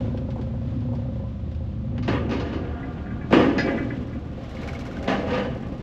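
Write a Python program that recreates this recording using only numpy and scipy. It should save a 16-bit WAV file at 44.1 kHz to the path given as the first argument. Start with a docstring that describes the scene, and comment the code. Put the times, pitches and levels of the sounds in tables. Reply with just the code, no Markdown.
"""First the drone and pump knock of an eight-cylinder car, heard from behind its windscreen.
It surges up a steel ramp onto a ferry deck and drops to idle: summed sine orders, noise raps on a bulkhead.
Plates bang and shudder, a loose flap clanks, trim clicks: noise bursts through resonances.
A nearly even ticking mixes grit with short tones; filtered noise makes the tyre and fan hiss and the
harbour hum; the ferry's engine is two wavering sine overtones that rise slightly in pitch late on."""
import sys
import numpy as np
from scipy import signal
from scipy.fft import rfft, irfft, next_fast_len
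from scipy.io import wavfile
from scipy.ndimage import map_coordinates

SR = 44100
rng = np.random.default_rng(int(sys.argv[2]) if len(sys.argv) > 2 else 0)


def int16_out(signal):
    """Quantize to a 16-bit WAV file."""
    q = np.round(np.clip(np.atleast_2d(signal).T, -1, 1) * 32767)
    wavfile.write(sys.argv[1], SR, q.astype(np.int16))


N = 256750  # samples


def amp(db):
    """Gain of a level in dB."""
    return 10 ** (np.asarray(db) / 20)


def unit(x):
    """x at rms 1."""
    return x / np.sqrt(np.mean(x ** 2) + 1e-20)


def along(points, hz):
    """(frequency [Hz], value) points read on a log frequency axis."""
    f, v = np.transpose(points)
    return np.interp(np.log(hz + 1), np.log(f + 1), v)


def curves(rows):
    """One value per sample for each column after the time."""
    s, *cols = np.transpose(rows)
    return [np.interp(np.arange(N) / SR, s, c) for c in cols]


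def wobble(rate):
    """A smooth random curve, rate knots a second."""
    knots = rng.standard_normal(int(N * rate / SR) + 4)
    return map_coordinates(knots, [np.arange(N) * rate / SR])


def filtered(x, response):
    """x times a complex response of frequency."""
    m = next_fast_len(N + SR // 2)
    spectrum = rfft(x, m) * response(np.fft.rfftfreq(m, 1 / SR))
    return irfft(spectrum, m)[..., :N]


def ringing(x, modes):
    """x through resonances of alternating sign, scaled so that white noise keeps its rms."""
    def body(f):
        """Sum of band-pass modes, each peaking at its centre."""
        return sum((-1) ** k * amp(db) * 1j * f * width / (centre ** 2 - f * f + 1j * f * width)
                   for k, (centre, width, db) in enumerate(modes))

    body_rms = np.sqrt(np.mean(np.abs(body(np.arange(SR // 2))) ** 2))
    return filtered(x, body) / body_rms


def bursts(times, dbs, t60s, attack, push_db=16.0):
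    """Noise that starts just before each peak with a hard push and dies away."""
    power, push, t = np.zeros(N + SR), np.zeros(N), np.arange(2 * SR // 3) / SR
    for s, db, t60 in np.broadcast(times, dbs, t60s):
        envelope = amp(db - 60 * t / max(t60, .01)) * (1 - np.exp(-t / attack))
        power[round((s - .005) * SR):][:len(t)] += envelope ** 2
        push[round((s - .002) * SR)] = amp(db + push_db)  # a single sample
    clatter = amp(0.88 * wobble(90))  # many small rebounds inside each blow
    return np.sqrt(power[:N]) * clatter * rng.standard_normal(N) + push


def rush(spectrum, flutter_db):
    """Noise of a given colour whose level flutters at two speeds, at rms 1."""
    x = filtered(rng.standard_normal(N), lambda hz: amp(along(spectrum, hz)))
    return unit(x * amp(flutter_db * (wobble(13) + 0.79 * wobble(53))))


# tyre and fan hiss: (time [s], level [dB])
HISS_LEVEL = [(0, -47.5), (.15, -53.5), (.95, -54.5), (1.7, -56.5), (2.5, -56), (3.2, -52.5), (3.6, -47.5),
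              (4.3, -53.5), (4.5, -45.5), (5.07, -48), (5.46, -56), (5.82, -50)]
# colour of the hiss: (frequency [Hz], relative level [dB])
HISS_COLOUR = [(350, -40.5), (600, 1.5), (710, -1.5), (932, -13), (1020, -3.5), (1150, -8), (1780, -11.5),
               (1950, -12), (3450, -15), (7600, -33.5), (9350, -66), (11500, -37), (13300, -69.5)]
# harbour hum, louder on board: (time [s], level [dB])
HUM_LEVEL = [(0, -35), (1, -40), (2, -38.5), (3, -35.5), (4, -34), (4.7, -35), (5.82, -31.5)]
# colour of the hum: (frequency [Hz], relative level [dB])
HUM_COLOUR = [(12, -39), (20, -19.5), (107, 2.5), (189, 2.5), (236, 6), (368, -8), (510, -26.5),
              (584, -43.5), (670, -32), (882, -34), (1200, -23), (1560, -46.5), (2640, -120)]


def background():
    """Two fluttering coloured noises: tyre and fan hiss over the low hum of the harbour."""
    (hiss_db,), (hum_db,) = curves(HISS_LEVEL), curves(HUM_LEVEL)
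    hiss = amp(hiss_db) * rush(HISS_COLOUR, flutter_db=0.7)
    hum = amp(hum_db) * rush(HUM_COLOUR, flutter_db=1.6)
    return hiss + hum


# ship's engine: (time [s], firing rate [1/s], level of each overtone before its wobble [dB])
FERRY_ENGINE = [(0, 39.3, -48), (2.6, 39.3, -44), (3, 39.3, -38), (4.3, 39.4, -38), (4.9, 40.4, -39),
                (5.82, 41.3, -41)]


def ferry():
    """Overtones two and three of the ship's firing rate hum through the hull."""
    rate, db = curves(FERRY_ENGINE)
    turns = np.cumsum(rate) / SR
    return sum(amp(db + 1.8 * wobble(6.8)) * np.sin(2 * np.pi * (k * turns + rng.random()))
               for k in (2, 3))


# small clicks of loose trim: (time [s], level [dB])
TRIM_CLICKS = [(0.177, -39.5), (0.3076, -40), (0.4165, -41), (0.8094, -48.5), (0.9534, -44), (1.5178, -46),
               (1.551, -45.5), (2.9294, -48.5), (5.6485, -53)]
# dull knocks behind the dashboard: (time [s], level [dB])
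DASH_THUDS = [(.36, -30), (.385, -31), (.935, -28.5)]
# dashboard resonances: (frequency [Hz], width [Hz], relative level [dB])
DASH_MODES = [(380, 63, -9), (520, 86, 4.5), (760, 110, 4.5), (1000, 200, -4)]


def trim():
    """Short bursts excite broad plastic modes for clicks and lower dashboard modes for knocks."""
    clicks = bursts(*np.transpose(TRIM_CLICKS), 0.12, 0.0024)
    thuds = bursts(*np.transpose(DASH_THUDS), 0.11, 0.0026)
    plastic = [(1500, 210, -3.5), (3000, 1800, -9), (5540, 2000, -20.5)]
    return ringing(clicks, plastic) + ringing(thuds, DASH_MODES)


# ticking that swells on board, before scatter:
# (time [s], grit level [dB], low tone level [dB], high tone level [dB])
TICK_LEVELS = [(3.6, -60, -70, -70), (3.75, -48, -70, -70), (4.35, -52, -70, -52), (4.5, -42, -55, -32),
               (4.64, -40, -42, -29), (4.68, -37, -27, -33), (5.04, -39, -29, -35), (5.15, -46, -60, -60),
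               (5.82, -48, -70, -70)]
# grit resonances: (frequency [Hz], width [Hz], relative level [dB])
GRIT_MODES = [(990, 180, 1), (1740, 720, -0.5), (2670, 630, 1), (4130, 400, -2.5), (5400, 1000, -5.5),
              (6360, 920, -7.5), (10500, 6900, -13.5)]
TICK_S, TICK_RATE, TICK_GAINS = 4.7943, 16.9, .6  # a tick here [s], ticks/s there, rise [ticks/s per s]
LOW_HZ, HIGH_HZ = 1450, 2200  # middle pitches of the two tones
LOW_T60_S, HIGH_T60_S = .035, .06
HIGH_LATE_S, TICK_SCATTER_DB = .017, 2.4


def ticks():
    """Each tick spits a little grit and rings briefly on a low tone, then on a high one."""
    late = np.arange(N) / SR - TICK_S
    count = np.floor(TICK_RATE * late + TICK_GAINS * late ** 2 / 2)
    at = np.flatnonzero(np.diff(count))
    at = at[at > TICK_LEVELS[0][0] * SR]
    chance = rng.standard_normal((len(at), 7))
    levels = np.array(curves(TICK_LEVELS))[:, at]
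    grit_db, low_db, high_db = levels + TICK_SCATTER_DB * chance[:, :3].T
    starts = np.r_[at / SR, at / SR + HIGH_LATE_S]
    starts = starts + .002 * chance[:, 5:].T.ravel()  # not quite even
    grit = ringing(bursts(starts, np.r_[grit_db, grit_db - 2], 0.1, 0.0021), GRIT_MODES)

    tones, t = np.zeros(N + SR), np.arange(SR // 10) / SR
    pitches = np.r_[LOW_HZ * (1 + .03 * chance[:, 3]), HIGH_HZ * (1 + .05 * chance[:, 4])]
    t60s = np.repeat([LOW_T60_S, HIGH_T60_S], len(at))
    for start, level, pitch, t60 in zip(starts, np.r_[low_db, high_db], pitches, t60s):
        envelope = amp(level - 60 * t / t60) * (1 - np.exp(-t / 0.00084))
        tones[round((start - .003) * SR):][:len(t)] += envelope * np.sin(2 * np.pi * pitch * t)
    return tones[:N] * amp(5 * wobble(400)) + grit  # each contact chatters


# uneven clanks of the loose flap: (time [s], level [dB])
FLAP_CLANKS = [(2.6274, -46), (2.6803, -44), (2.83, -32), (3.0603, -32), (3.106, -33), (3.2135, -33),
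               (3.5833, -17), (3.674, -20.5), (3.7808, -23.5), (3.905, -28), (4.0852, -40), (4.131, -38)]
# flap resonances: (frequency [Hz], width [Hz], relative level [dB])
FLAP_BODY = [(1140, 37, -28), (1430, 35, 0.5), (1594, 33, 6.5), (1694, 42, 8.5), (2020, 56, 6.5),
             (1950, 48, -3), (2300, 12, 6), (2542, 15, -1), (2800, 71, -24.5)]
# a chain link pings: (time [s], level [dB], t60 [s])
CHAIN_LINK = [(3.33, -41, .5), (3.585, -32, .22)]
FLAP_T60_S, FLAP_T60_PER_DB = .27, .01  # of a -20 dB clank [s]; harder ones ring longer [s per dB]


def flap():
    """Noise bursts ring the flap's modes as it clanks on the plate; its chain pings higher up."""
    s, db = np.transpose(FLAP_CLANKS)
    t60 = FLAP_T60_S + FLAP_T60_PER_DB * (db + 20)
    link = ringing(bursts(*np.transpose(CHAIN_LINK), 0.0018), [(4270, 67, -38), (4986, 10, 9)])
    clanks = bursts(s, db, t60, 0.003)
    return link + ringing(clanks, FLAP_BODY)


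# middle plate resonances: (frequency [Hz], width [Hz], relative level [dB])
CLANG_MODES = [(940, 150, -0.5), (1208, 55, 4), (1540, 200, -4), (1732, 25, 2), (1852, 50, -2),
               (2104, 57, 0.5), (2143, 140, -4), (2876, 310, -10), (2995, 10, -0.5), (3280, 320, -15.5)]
# high plate resonances: (frequency [Hz], width [Hz], relative level [dB])
PING_MODES = [(2550, 350, 6), (3800, 200, 3), (4190, 120, 4.5), (4600, 160, -2.5), (4690, 84, 4.5),
              (5000, 750, -5), (5430, 160, -2), (6020, 1200, -12), (7050, 540, -15.5), (11000, 2200, -36.5)]
BOOM_PUSH_DB = 29.5  # the first thump of a blow over its rumble


def plate(blows, boom_modes, low_shake, high_shake):
    """Each blow sets the low, middle and high modes going; shaking feeds the low and middle."""
    s, boom_db, clang_db, ping_db, t60 = np.transpose(blows)
    low = bursts(s, boom_db, 1.23 * t60, 0.0076, push_db=BOOM_PUSH_DB) + low_shake
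    mid = bursts(s, clang_db, t60, 0.0042) + high_shake
    high = bursts(s, ping_db, 1.13 * t60, 0.0031)
    return ringing(low, boom_modes) + ringing(mid, CLANG_MODES) + ringing(high, PING_MODES)


SHUDDER_RISE_DB_S = 130.5


def swells(times, dbs, fades, rest_db):
    """Gain of loads that rise fast to a peak and fade, over a resting level."""
    late = np.arange(N) / SR - times[:, None]
    slope = np.where(late > 0, fades[:, None], -SHUDDER_RISE_DB_S)
    db = dbs[:, None] - slope * late
    return np.sqrt(np.sum(amp(db) ** 2, axis=0) + amp(rest_db) ** 2)


# blows of the steel plates:
# (time [s], boom level [dB], clang level [dB], ping level [dB], t60 of the clang [s])
PLATE_BLOWS = [(1.9827, -31.5, -26.5, -39, 0.071), (2.029, -50.5, -36, -39.5, 0.33),
               (2.0812, -14, -19.5, -31.5, 0.33), (2.132, -22, -23.5, -46.5, .47),
               (2.2956, -25, -30.5, -37.5, 0.5), (2.3136, -22.5, -26.5, -33.5, 0.34),
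               (2.336, -22.5, -31, -49, 1), (2.401, -23.5, -28.5, -34.5, 0.21),
               (2.4586, -46, -54, -47, 0.92), (2.5324, -25.5, -30, -39, 0.19),
               (2.5507, -26, -41, -50, 0.69), (3.3099, -17, -27.5, -39.5, 0.33),
               (3.3282, -3.5, -12, -27, 0.44), (3.3963, -10.5, -18.5, -36, 0.65),
               (3.5835, -14, -30, -22.5, 0.23), (3.681, -22, -41, -42, 0.48),
               (5.0795, -18, -17.5, -28.5, 0.44), (5.1918, -27, -30.5, -43.5, 0.28),
               (5.2737, -45, -41, -40, 0.46), (5.3074, -39, -25, -36.5, 0.29), (5.334, -33, -22, -35, .52),
               (5.3794, -21.5, -25.5, -37, 0.29), (5.4494, -29, -30, -68, 0.11),
               (5.5167, -56, -45, -60, 0.15)]
# ramp's low resonances: (frequency [Hz], width [Hz], relative level [dB])
RAMP_BOOM_MODES = [(138, 64, -11), (229, 26.4, -0.5), (267, 11.3, 5), (287.2, 18, 1.5), (332.5, 30, -1),
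                   (390.4, 38, -1.5), (422.3, 40, -5), (488.3, 15, -2), (553.7, 20, -4.5), (680.6, 40, -10),
                   (835, 47, -15.5)]
# deck's low resonances: (frequency [Hz], width [Hz], relative level [dB])
DECK_BOOM_MODES = [(196, 6.8, 3.5), (271.6, 48.5, 3), (295.7, 66, 0), (390, 60, -6), (477, 18, -1.5),
                   (554, 32, -5.5), (666, 51, -6), (806, 27, -6.5)]
# plates shudder as a wheel loads them: (peak time [s], low level [dB], high level [dB], fade [dB/s])
PLATE_SHUDDER = [(2.17, -25.5, -52, 23.5), (2.46, -30.5, -37.5, 27), (2.82, -33, -48, 18.5),
                 (3.48, -43, -45, 115), (3.56, -21, -39, 51), (3.67, -16, -30, 57), (4.64, -32.5, -42, 20),
                 (5.12, -18, -31.5, 64), (5.3, -23.5, -31, 38.5)]
# thin parts of the ramp sing on: (time [s], level [dB])
SINGING_LEVEL = [(2, -77), (2.15, -45), (2.8, -38.5), (3.3, -43), (3.9, -59), (4.15, -46.5), (5, -58)]
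# their resonances: (frequency [Hz], width [Hz], relative level [dB])
THIN_MODES = [(711, 37, 4), (1188, 35, 0), (1160, 4.9, -3.5), (1422, 38, -0.5), (1598, 5.4, -8.5),
              (1630, 12, -1), (1986, 10, -15)]
# the loaded deck plate groans: (time [s], level [dB])
GROAN_LEVEL = [(5.05, -73), (5.1, -48), (5.2, -31), (5.29, -19.5), (5.5, -30), (5.58, -68)]
RAMP_S, DECK_S = 1.9, 4.4  # the wheels reach the ramp, then the deck
REST_LOW_DB, REST_HIGH_DB = -38, -52.5  # shudder between peaks


def ramp():
    """Ramp and deck modes ring to blows, then to noise that swells while the wheels load them."""
    t = np.arange(N) / SR
    s, low_db, high_db, fade = np.transpose(PLATE_SHUDDER)
    low = swells(s, low_db, fade, REST_LOW_DB) * rng.standard_normal(N)
    rattle_gain = amp(2.5 * wobble(35) + 2 * wobble(150))  # loose plates rattle unevenly
    rattle = unit(rattle_gain * rng.standard_normal(N))
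    high = swells(s, high_db, fade, REST_HIGH_DB) * rattle
    on_deck = t > DECK_S
    on_ramp = (t > RAMP_S) & ~on_deck

    (singing_db,), (groan_db,) = curves(SINGING_LEVEL), curves(GROAN_LEVEL)
    singing = ringing(amp(singing_db) * rng.standard_normal(N), THIN_MODES)
    groan = ringing(amp(groan_db) * rng.standard_normal(N), [(482.8, 8.6, -0.89), (510, 11, -1.1)])

    ramp_blows = [b for b in PLATE_BLOWS if b[0] < DECK_S]
    deck_blows = [b for b in PLATE_BLOWS if b[0] > DECK_S]
    ramp_plate = plate(ramp_blows, RAMP_BOOM_MODES, low * on_ramp, high * on_ramp)
    deck_plate = plate(deck_blows, DECK_BOOM_MODES, low * on_deck, high * on_deck)
    return ramp_plate + deck_plate + singing + groan


# engine speed, surging as the wheels climb, then idle: (time [s], working cycles per second [1/s])
ENGINE_SPEED = [(0, 10.24), (.2, 9.38), (.375, 9.05), (.6, 9.48), (.875, 10.17), (1, 9.83), (1.19, 8.7),
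                (1.5, 7.9), (1.75, 8.27), (2, 10.14), (2.125, 10.41), (2.5, 7.64), (2.625, 8.1),
                (2.83, 6.2), (3, 6.5), (3.4, 5.95), (5.82, 5.95)]
# clean tones of the engine: (multiple of the cycle [1], relative level [dB])
ENGINE_ORDERS = [(3, -18), (5, -20), (6, -1), (7, -12), (8, 0), (9, -12), (10, 3), (11, 2), (12, -14),
                 (13, -1), (14, -2), (16, -8), (17, -12), (18, -10), (19, -13), (21, -6), (24, -1),
                 (26, -12), (27, -9)]
# how the cabin carries them: (frequency [Hz], gain [dB])
CABIN_GAIN = [(25, -6), (36, 0), (46, -8), (60, -4), (80, 0), (91, -14), (100, -7), (110, 0), (130, -1),
              (160, -3), (190, -8), (235, 0), (280, 0)]
# fuel pump knock: (time [s], level [dB])
KNOCK_LEVEL = [(0, -36), (.45, -37.5), (.7, -42), (1.1, -40), (1.6, -46.5), (2.15, -43.5), (2.7, -56),
               (3.6, -51), (4.3, -44), (5.82, -41.5)]
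# knock of each lobe of the fuel pump, before scatter: (relative level [dB]) in turn
PUMP_LOBES = [0, -3, -1.9]
# bulkhead resonances: (frequency [Hz], width [Hz], relative level [dB])
BULKHEAD_MODES = [(235, 48, -8), (368, 17, -8.5), (528.3, 23.4, 0.5), (736, 46, -12.5), (800, 110, -16),
                  (1017, 9.1, -11.5)]
IDLE = 5.95  # working cycles a second
# the drone grows with speed over idle, levelling off past the knee (cycles a second)
DRONE_IDLE_DB, DRONE_GROWS_DB, DRONE_KNEE = -42.5, 13, 2.36


def engine():
    """Clean orders drone in the cabin; the pump raps the bulkhead three times a cycle."""
    (speed,), (knock_db,) = curves(ENGINE_SPEED), curves(KNOCK_LEVEL)
    drone_db = DRONE_IDLE_DB + DRONE_GROWS_DB * np.tanh((speed - IDLE) / DRONE_KNEE)
    turns = np.cumsum(speed) / SR
    drone = np.zeros(N)
    for k, db in ENGINE_ORDERS:
        order_db = db + along(CABIN_GAIN, k * speed) + 0.94 * wobble(4.3)
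        drone += amp(order_db) * np.sin(2 * np.pi * (k * turns + rng.random()))

    lobes = len(PUMP_LOBES)
    stroke = turns * lobes + .68 + .05 * wobble(15)  # the strokes fall a little unevenly
    number = stroke.astype(int)
    scatter_db = rng.uniform(-5, 3, number[-1] + 1)
    size = amp(np.take(PUMP_LOBES, number % lobes) + scatter_db[number])
    since = (stroke - number) / (speed * lobes)  # seconds after the last stroke
    thump = 2 * np.exp(-since / 0.0011)
    rasp_gain = np.exp(-since / 0.011) - np.exp(-since / 0.00046) + 0.2
    rap = thump + rasp_gain * rng.standard_normal(N)
    muffled = filtered(size * rap, lambda hz: 1 / (1 + 1j * hz / 1300) ** 2)  # felt behind the dashboard
    knock = unit(ringing(muffled, BULKHEAD_MODES))
    return amp(drone_db) * drone + amp(knock_db) * knock


# tone colour of the bangs, clanks, ticks and clicks, dull treble, hollow near 9 kHz:
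# (frequency [Hz], gain [dB])
KNOCK_COLOUR = [(100, -6), (5000, -7), (7500, -6), (8500, -14), (9200, -26.5), (10000, -16), (12000, -20),
                (13400, -18.5)]


def scene():
    """Bangs, clanks, ticks and clicks share one tone colour; all meet at the one microphone."""
    knocks = ramp() + flap() + ticks() + trim()
    coloured = filtered(knocks, lambda hz: amp(along(KNOCK_COLOUR, hz)))
    return (engine() + ferry() + coloured + background())[None]


TOP_HZ = 13400


def record(dry):
    """The microphone signal fades in and out very briefly and keeps nothing above its band limit."""
    return filtered(dry * signal.windows.tukey(N, .003), lambda hz: hz < TOP_HZ)


dry = scene()
out = record(dry)
int16_out(out)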